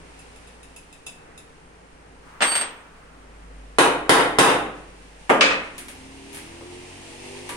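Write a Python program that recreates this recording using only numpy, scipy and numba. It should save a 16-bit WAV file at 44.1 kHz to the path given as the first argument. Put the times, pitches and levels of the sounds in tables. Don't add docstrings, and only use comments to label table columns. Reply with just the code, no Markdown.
import sys
import numpy as np
from scipy import signal
from scipy.fft import rfft, irfft, next_fast_len
from scipy.io import wavfile
from scipy.ndimage import uniform_filter1d
from numba import njit

SR = 44100
rng = np.random.default_rng(int(sys.argv[2]) if len(sys.argv) > 2 else 0)


def materialize(psi):
    bounded = np.clip(np.atleast_2d(psi).T, -1, 1)
    quanta = np.round(bounded * 32767).astype(np.int16)
    wavfile.write(sys.argv[1], SR, quanta)


N = 333717
TIME = np.arange(N) / SR


def amp(db):
    return 10 ** (np.asarray(db) / 20)


def unit(x):
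    return x / np.sqrt(np.sum(x ** 2))


def decay(t, t60_s):
    return np.exp(-np.log(1000) * t / t60_s)


def along(points, hz):
    point_hz, value = np.transpose(sorted(points))
    return np.interp(np.log(hz + 1), np.log(point_hz), value)


def curve(points):
    return np.interp(TIME, *np.transpose(points))


def walk(rate_hz):
    hold = int(SR / rate_hz)
    steps = np.repeat(rng.standard_normal(N // hold + 1), hold)
    drift = uniform_filter1d(uniform_filter1d(steps, hold), hold)[:N]
    return drift / drift.std()


def add(track, start_s, sound):
    i = int(start_s * SR)
    track[..., i:i + sound.shape[-1]] += sound[..., :N - i]


def stereo_noise(colour, size=N, apart_hz=1050):
    fft_size = next_fast_len(size, True)
    hz = np.arange(fft_size // 2 + 1) * SR / fft_size
    coherence = 0.92 * np.exp(-(hz / apart_hz) ** 2)
    white = rfft(rng.standard_normal((2, fft_size)))
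    mid, side = white * np.sqrt([1 + coherence, 1 - coherence]) * amp(along(colour, hz))
    noise = irfft(np.array([mid + side, mid - side]), fft_size)[:, :size]
    return noise / noise.std()


def crack(colour, tilt_db_oct, size=2048):
    hz = np.arange(size // 2 + 1) * SR / size
    cepstrum = irfft(np.log(amp(along(colour, hz) + tilt_db_oct * np.log2(hz + 20))))
    cepstrum[1:size // 2] *= 2
    cepstrum[size // 2 + 1:] = 0
    return unit(irfft(np.exp(rfft(cepstrum))))


def hits(rows, colour):
    track = np.zeros(N)
    for start_s, db, tilt_db_oct in rows:
        add(track, start_s, amp(db) * crack(colour, tilt_db_oct))
    return track


def ring(modes, t60_s, swell_s=0.00027, apart_hz=1500, lag_s=0.0002):
    t = TIME[:SR // 2]
    stereo_t = np.array([t, t - lag_s])
    tones = 0
    for hz, db in modes:
        phase = rng.uniform(0, 2 * np.pi) + hz / apart_hz * rng.standard_normal((2, 1))
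        tones += amp(db) * np.sin(2 * np.pi * hz * stereo_t + phase)
    return unit(tones * decay(t, t60_s) * (1 - np.exp(-t / swell_s)))


def ringing(rows, modes, t60_s, swell_s=0.0025):
    track = np.zeros((2, N))
    tone = ring(modes, t60_s, swell_s)
    for start_s, db, _ in rows:
        add(track, start_s, amp(db) * tone)
    return track


def from_the_left(x, lag_samples=19):
    return np.array([x[0], np.roll(x[1], lag_samples)])


# frequency in Hz, T60 in seconds.
ROOM_T60 = [(100, 1), (300, 0.76), (900, 0.68), (2500, 0.63), (5000, 0.41), (10000, 0.4)]


def workshop(x, direct_db, early_db, tail_db, early_s=0.036, lag_samples=8):
    t = TIME[:SR]
    flat = [(20, 0), (20000, 0)]
    early = stereo_noise(flat, SR) * np.exp(-t / early_s)
    hz, frame_s, frames = signal.stft(stereo_noise(flat, SR), SR, nperseg=256)
    fade = decay(frame_s, along(ROOM_T60, hz)[:, None])
    tail = signal.istft(frames * fade, SR)[1][:, :SR] * (1 - np.exp(-t / 0.0041))
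    response = np.sqrt(2) * (amp(tail_db) * unit(tail) + amp(early_db) * unit(early))
    response[0, 0] += amp(direct_db)
    response[1, lag_samples] += amp(direct_db)
    return signal.oaconvolve(x[None], response, axes=1)[:, :N]


# frequency in Hz, gain in dB.
MURMUR_COLOUR = [(25, 6), (45, -28), (75, 0.5), (130, -6.5), (165, 3.5), (210, -6.5), (270, 2), (340, -6),
                 (460, 0.5), (600, -6.5), (830, -6), (1800, -10), (2500, -17), (5000, -81)]


def outdoor_murmur(level_db=-49.5, receding_db=2, receding_s=0.78):
    db = level_db + receding_db * np.exp(-(TIME / receding_s) ** 2) + 0.8 * walk(6)
    return from_the_left(stereo_noise(MURMUR_COLOUR) * amp(db))


# time in seconds, level in dB.
DRONE_LEVEL = [(0.0, -49), (0.69, -47.5), (1.07, -58.5), (2.19, -49), (2.57, -61), (3.6, -38.5),
               (3.77, -43), (4.7, -45), (7.57, -57)]


def traffic_drone(start_hz=56, end_hz=49.2, settle_s=2.6, gain_db=-1):
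    hz = end_hz + (start_hz - end_hz) * np.exp(-(TIME / settle_s) ** 2) + 0.53 * walk(8.7)
    db = gain_db + curve(DRONE_LEVEL) + 0.65 * walk(7.3)
    drone = amp(db) * np.sin(2 * np.pi * np.cumsum(hz) / SR)
    return from_the_left([drone, drone])


# time in seconds, cycle rate in Hz.
ENGINE_SPEED = [(5.7, 34.95), (5.954, 36.11), (6.086, 38.48), (6.4, 40.6), (6.712, 44.36), (6.848, 44.86),
                (7.5, 51.3)]
# multiple of the cycle rate, level in dB.
ENGINE_ORDERS = [(2, 6), (3, 2), (5, -1.5), (6, -6), (7, -1), (8, 0), (10, -3.5)]
# frequency in Hz, gain in dB.
WALL_COLOUR = [(200, -7), (266, 7), (286, 5), (298, -7), (334, 4), (357, 12), (367, -5), (402, 11),
               (418, -5), (445, 3)]


def engine(start_s=5.6, fade_in_s=0.46, gain_db=-51, waver_db=1.5, jitter=0.0047):
    cycle_hz = curve(ENGINE_SPEED)
    phase = 2 * np.pi * np.cumsum(cycle_hz * (1 + jitter * walk(40))) / SR
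    exhaust = np.zeros(N)
    for order, db in ENGINE_ORDERS:
        gain = amp(db + along(WALL_COLOUR, order * cycle_hz) + waver_db * walk(9))
        exhaust += gain * np.sin(order * phase + rng.uniform(0, 2 * np.pi))
    exhaust *= amp(gain_db) * np.clip((TIME - start_s) / fade_in_s, 0, 1)
    return from_the_left([exhaust, exhaust])


# peak time, rise and fall in seconds, level in dB.
MOVES = [(0.3, 0.98, 0.75, -53), (2.3, 0.065, 0.051, -60), (7.5, 1.86, 0.39, -41.5)]
# frequency in Hz, gain in dB.
RUSTLE_COLOUR = [(300, -3), (900, 6.5), (1350, -7.5), (1900, 2.5), (2700, 5.5), (3600, -1.5), (7800, -5.5),
                 (9100, -1), (11500, -19), (15500, -40)]


def jacket_rustle(hiss_db=-59.5, flutter_db=0.7):
    motion = np.zeros(N)
    for peak_s, rise_s, fall_s, db in MOVES:
        motion += amp(db) * np.exp(-np.maximum((peak_s - TIME) / rise_s, (TIME - peak_s) / fall_s))
    motion *= amp(flutter_db * walk(25))
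    return stereo_noise(RUSTLE_COLOUR) * np.hypot(amp(hiss_db), motion)


# frequency in Hz, gain in dB.
RUB_COLOUR = [(300, -20), (580, 0), (1300, 7), (2600, -9), (5000, -30)]


def hand_on_post(start_s=2.2, attack_s=0.081, fade_s=1, level_db=-49.5):
    age_s = np.maximum(TIME - start_s, 0)
    speed = np.minimum(age_s / attack_s, 1) * np.exp(-(age_s / fade_s) ** 2)
    return stereo_noise(RUB_COLOUR) * speed * amp(level_db + walk(30.8))


# start in seconds, level in dB, tilt in dB/octave.
CLICKS = [(5.781, -12, -1), (5.884, -15.5, -2), (6.33, -21, -0.5), (6.347, -15.5, -0.5), (6.37, -17, -2.5),
          (7.492, -9, -3)]
KNOCKS = [(6.61, -17, -2.5)]
PICKUP = [(7.493, -17.5, 2.5), (7.515, -15.5, -3)]
# frequency in Hz, gain in dB.
CLICK_COLOUR = [(300, -17), (1000, -4), (2200, 4.5), (5000, -4.5), (7500, -2), (9800, 7.5), (12000, -5.5),
                (15500, -16)]
KNOCK_COLOUR = [(100, -25), (300, 14.5), (700, 0), (1000, 8), (2200, -17), (5000, -38)]
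TOOL_MODES = [(968, 1), (1164, 2), (2260, -8)]


def handling():
    tool = amp(12) * ringing(PICKUP, TOOL_MODES, t60_s=0.3)
    contacts = hits(CLICKS, CLICK_COLOUR) + hits(KNOCKS + PICKUP, KNOCK_COLOUR)
    return workshop(contacts, direct_db=-2, early_db=6, tail_db=3) + tool


# start in seconds, level in dB.
TICKS = [(0.192, -31), (0.36, -35), (0.474, -35.5), (.631, -31.5), (.763, -24.5), (0.927, -30.5),
         (1.064, -27), (1.0667, -18), (1.377, -27)]
# frequency in Hz, gain in dB.
TICK_COLOUR = [(1200, 2.5), (2700, -10), (3800, 5), (4400, -21), (6600, 4.5), (10800, 6), (12000, -15),
               (15500, -16)]
TICK_MODES = [(2605, 8), (3680, 3), (5070, 3), (7340, 1), (10100, 3)]


def point_ticks(t60_s=0.015, spread_db=2):
    pricks = hits([(start_s, db, 0) for start_s, db in TICKS], TICK_COLOUR)
    for start_s, db in TICKS:
        modes = [(hz, mode_db + spread_db * rng.standard_normal()) for hz, mode_db in TICK_MODES]
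        add(pricks, start_s, amp(db + 2.5) * ring(modes, t60_s)[0])
    return workshop(pricks, direct_db=1, early_db=8, tail_db=4.5, early_s=0.024)


# start in seconds, knock level in dB, tilt in dB/octave,
# swing of the lowest mode in dB, swing of the upper modes in dB.
BOUNCES = [(2.406, 7.5, -0.5, -23, -23), (2.4148, 8.5, -0.5, -3, -3), (2.4211, 15.5, 0.6, -28, 4.5),
           (2.469, -12, -7, -2.5, 5), (2.517, 3.5, 0, 2.5, 5), (2.553, 8, 2, -2.5, 8.5),
           (2.584, -9, -0.5, -13, -1.5), (2.611, 4, 0, -6.5, 4.5)]
# frequency in Hz, gain in dB.
BOUNCE_COLOUR = [(100, -28.5), (280, -8), (1100, -1), (3200, -5), (4600, -14.5), (7500, -20.5),
                 (11000, -40), (15000, -77)]
STEEL_MODES = [(4552, -7), (8474, -3), (13647, -27)]


def dropped_steel(t60_s=1.0, rest_t60_s=0.15, swell_s=0.0033, ring_db=-22):
    knocks = hits([row[:3] for row in BOUNCES], BOUNCE_COLOUR)
    starts_s, _, _, low_db, upper_db = np.transpose(BOUNCES)
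    latest = np.maximum(np.searchsorted(starts_s, TIME) - 1, 0)
    current_t60_s = np.where(TIME > starts_s[-1], rest_t60_s, t60_s)
    fade = (TIME > starts_s[0]) * decay(np.abs(TIME - starts_s[latest]), current_t60_s)
    tone = np.zeros(N)
    for (hz, mode_db), swing_db in zip(STEEL_MODES, (low_db, upper_db, upper_db)):
        swing = amp(ring_db + mode_db + swing_db[latest]) * fade
        tone += uniform_filter1d(swing, int(swell_s * SR) + 1) * np.sin(2 * np.pi * hz * TIME)
    wobble = amp(2 * np.array([walk(60), walk(60)]))
    ping = wobble * workshop(tone, direct_db=0, early_db=-12, tail_db=-13, lag_samples=20)
    return workshop(knocks, direct_db=-21, early_db=-1, tail_db=-7) + ping


# start in seconds, level in dB, tilt in dB/octave.
HANDLE_HITS = [(5.2945, -3, 3), (5.2995, 11, 2), (5.423, -5.5, 1)]
HEAD_HITS = [(5.4086, 10.5, 1), (5.416, -0.5, 3), (5.503, -1.5, -2)]
# frequency in Hz, gain in dB.
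HANDLE_COLOUR = [(70, -22), (260, 4.5), (550, 4), (980, 1.5), (1400, -5.5), (3000, -14), (4000, -33.5),
                 (9400, -35.5), (14000, -56)]
HEAD_COLOUR = [(70, -29), (270, -18.5), (540, -8), (800, -13), (1250, -6.5), (2500, -8.5), (4500, -16.5),
               (8800, -29.5), (11000, -48), (14000, -90)]
# frequency in Hz, gain in dB.
HEAD_MODES = [(2140, -5), (2304, -4), (2336, -1), (2455, -2), (2552, 3), (2599, -3)]
CLACK_MODES = [(2700, 0), (3000, 0), (3321, -3), (4791, -8)]
BENCH_MODES = [(284, -3.5), (443, 3), (528, 5), (1208, 1.5), (1641, -1)]


def hammer_laid_down():
    handle = workshop(hits(HANDLE_HITS, HANDLE_COLOUR),
                      direct_db=1, early_db=14, tail_db=4.5, early_s=0.03, lag_samples=11)
    head = workshop(hits(HEAD_HITS, HEAD_COLOUR), direct_db=-7, early_db=9.5, tail_db=6, lag_samples=10)
    head_ring = amp(8.5) * ringing(HEAD_HITS, HEAD_MODES, t60_s=0.46)
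    clack = amp(7) * ringing(HEAD_HITS[:1], CLACK_MODES, t60_s=0.05)
    bench = amp(6) * ringing(HANDLE_HITS + HEAD_HITS, BENCH_MODES, t60_s=0.42, swell_s=0.0072)
    return handle + head + head_ring + clack + bench


def crushing_fibres(t60_s=0.06, highpass_hz=2400):
    t = TIME[:SR // 10]
    fibres = unit(rng.standard_normal(len(t)) * decay(t, t60_s))
    push = signal.sosfilt(signal.butter(2, highpass_hz, "high", fs=SR, output="sos"), fibres)
    push[0] += 1
    return push


def sinking_echo(start_hz=1140, end_hz=740, sink_s=0.15, t60_s=0.48, upper_ratio=1.62, upper_db=-9):
    t = TIME[:SR // 2]
    waver = 1 + 0.0144 * walk(50)[:len(t)]
    hz = (end_hz + (start_hz - end_hz) * np.exp(-t / sink_s)) * waver
    phase = 2 * np.pi * np.cumsum(hz) / SR
    envelope = (1 - np.exp(-t / 0.0043)) * decay(t, t60_s)
    return unit((np.sin(phase) + amp(upper_db) * np.sin(upper_ratio * phase)) * envelope)


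# start in seconds, level in dB, tilt in dB/octave.
BLOWS = [(3.785, 14.5, 0.2), (4.0934, 18, 1.02), (4.386, 19, 1.3)]
# frequency in Hz, gain in dB.
BLOW_COLOUR = [(60, -49), (140, -15), (220, -19.5), (290, -1.5), (950, -7.5), (1400, -7), (3700, -18),
               (5600, -25), (7800, -26), (9000, -21.5), (10400, -25.5), (11500, -38), (15500, -48)]
THUMP_COLOUR = [(45, -18.5), (80, -21), (120, -6), (180, -5), (300, -7), (1000, -79)]
POST_MODES = [(281, -2), (343, -7), (445, 3), (497, -2), (527, -2), (590, -6), (717, -3), (806, -3),
              (837, -1), (952, 0), (1112, -2), (1863, -6), (2146, -8), (3828, -18)]


def hammer_blows(thump_db=-10, thump_db_per_db=4.1):
    hardest_db = max(db for _, db, _ in BLOWS)
    shoves = [(start_s, hardest_db + thump_db_per_db * (db - hardest_db), 0) for start_s, db, _ in BLOWS]
    thump = workshop(amp(thump_db) * hits(shoves, THUMP_COLOUR), direct_db=-8, early_db=3.5, tail_db=-4)
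    force, echoes = np.zeros(N), np.zeros(N)
    for start_s, db, tilt_db_oct in BLOWS:
        contact = signal.fftconvolve(crack(BLOW_COLOUR, tilt_db_oct), crushing_fibres())
        add(force, start_s, amp(db) * contact)
        add(echoes, start_s, amp(db) * sinking_echo())
    post = amp(7.5) * ringing(BLOWS, POST_MODES, t60_s=0.54, swell_s=0.003)
    room_chirp = workshop(echoes, direct_db=2.5, early_db=-5, tail_db=-10)
    impact = workshop(force, direct_db=-9, early_db=5.5, tail_db=5.5)
    return impact + post + room_chirp + thump


def scene():
    bench_work = hammer_blows() + point_ticks() + dropped_steel() + hammer_laid_down() + handling()
    outdoors = engine() + traffic_drone() + outdoor_murmur()
    return bench_work + outdoors + jacket_rustle() + hand_on_post()


@njit
def follow(x, attack, release):
    envelope, level = np.empty(len(x)), 0.
    for i in range(len(x)):
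        level += (x[i] - level) * (attack if x[i] > level else release)
        envelope[i] = level
    return envelope


def record(dry, ceiling_db=-4, attack_s=0.0005, release_s=0.07, ahead_samples=44, lowpass_hz=16000):
    attack, release = 1 - np.exp(-1 / (np.array([attack_s, release_s]) * SR))
    envelope = follow(np.abs(dry).max(axis=0), attack, release)
    reduction = np.maximum(1, np.roll(envelope, -ahead_samples) / amp(ceiling_db))
    limited = np.clip(dry / reduction, -1, 1)
    return signal.sosfilt(signal.ellip(8, 0.2, 70, lowpass_hz, fs=SR, output="sos"), limited)


dry = scene()
out = record(dry)
materialize(out)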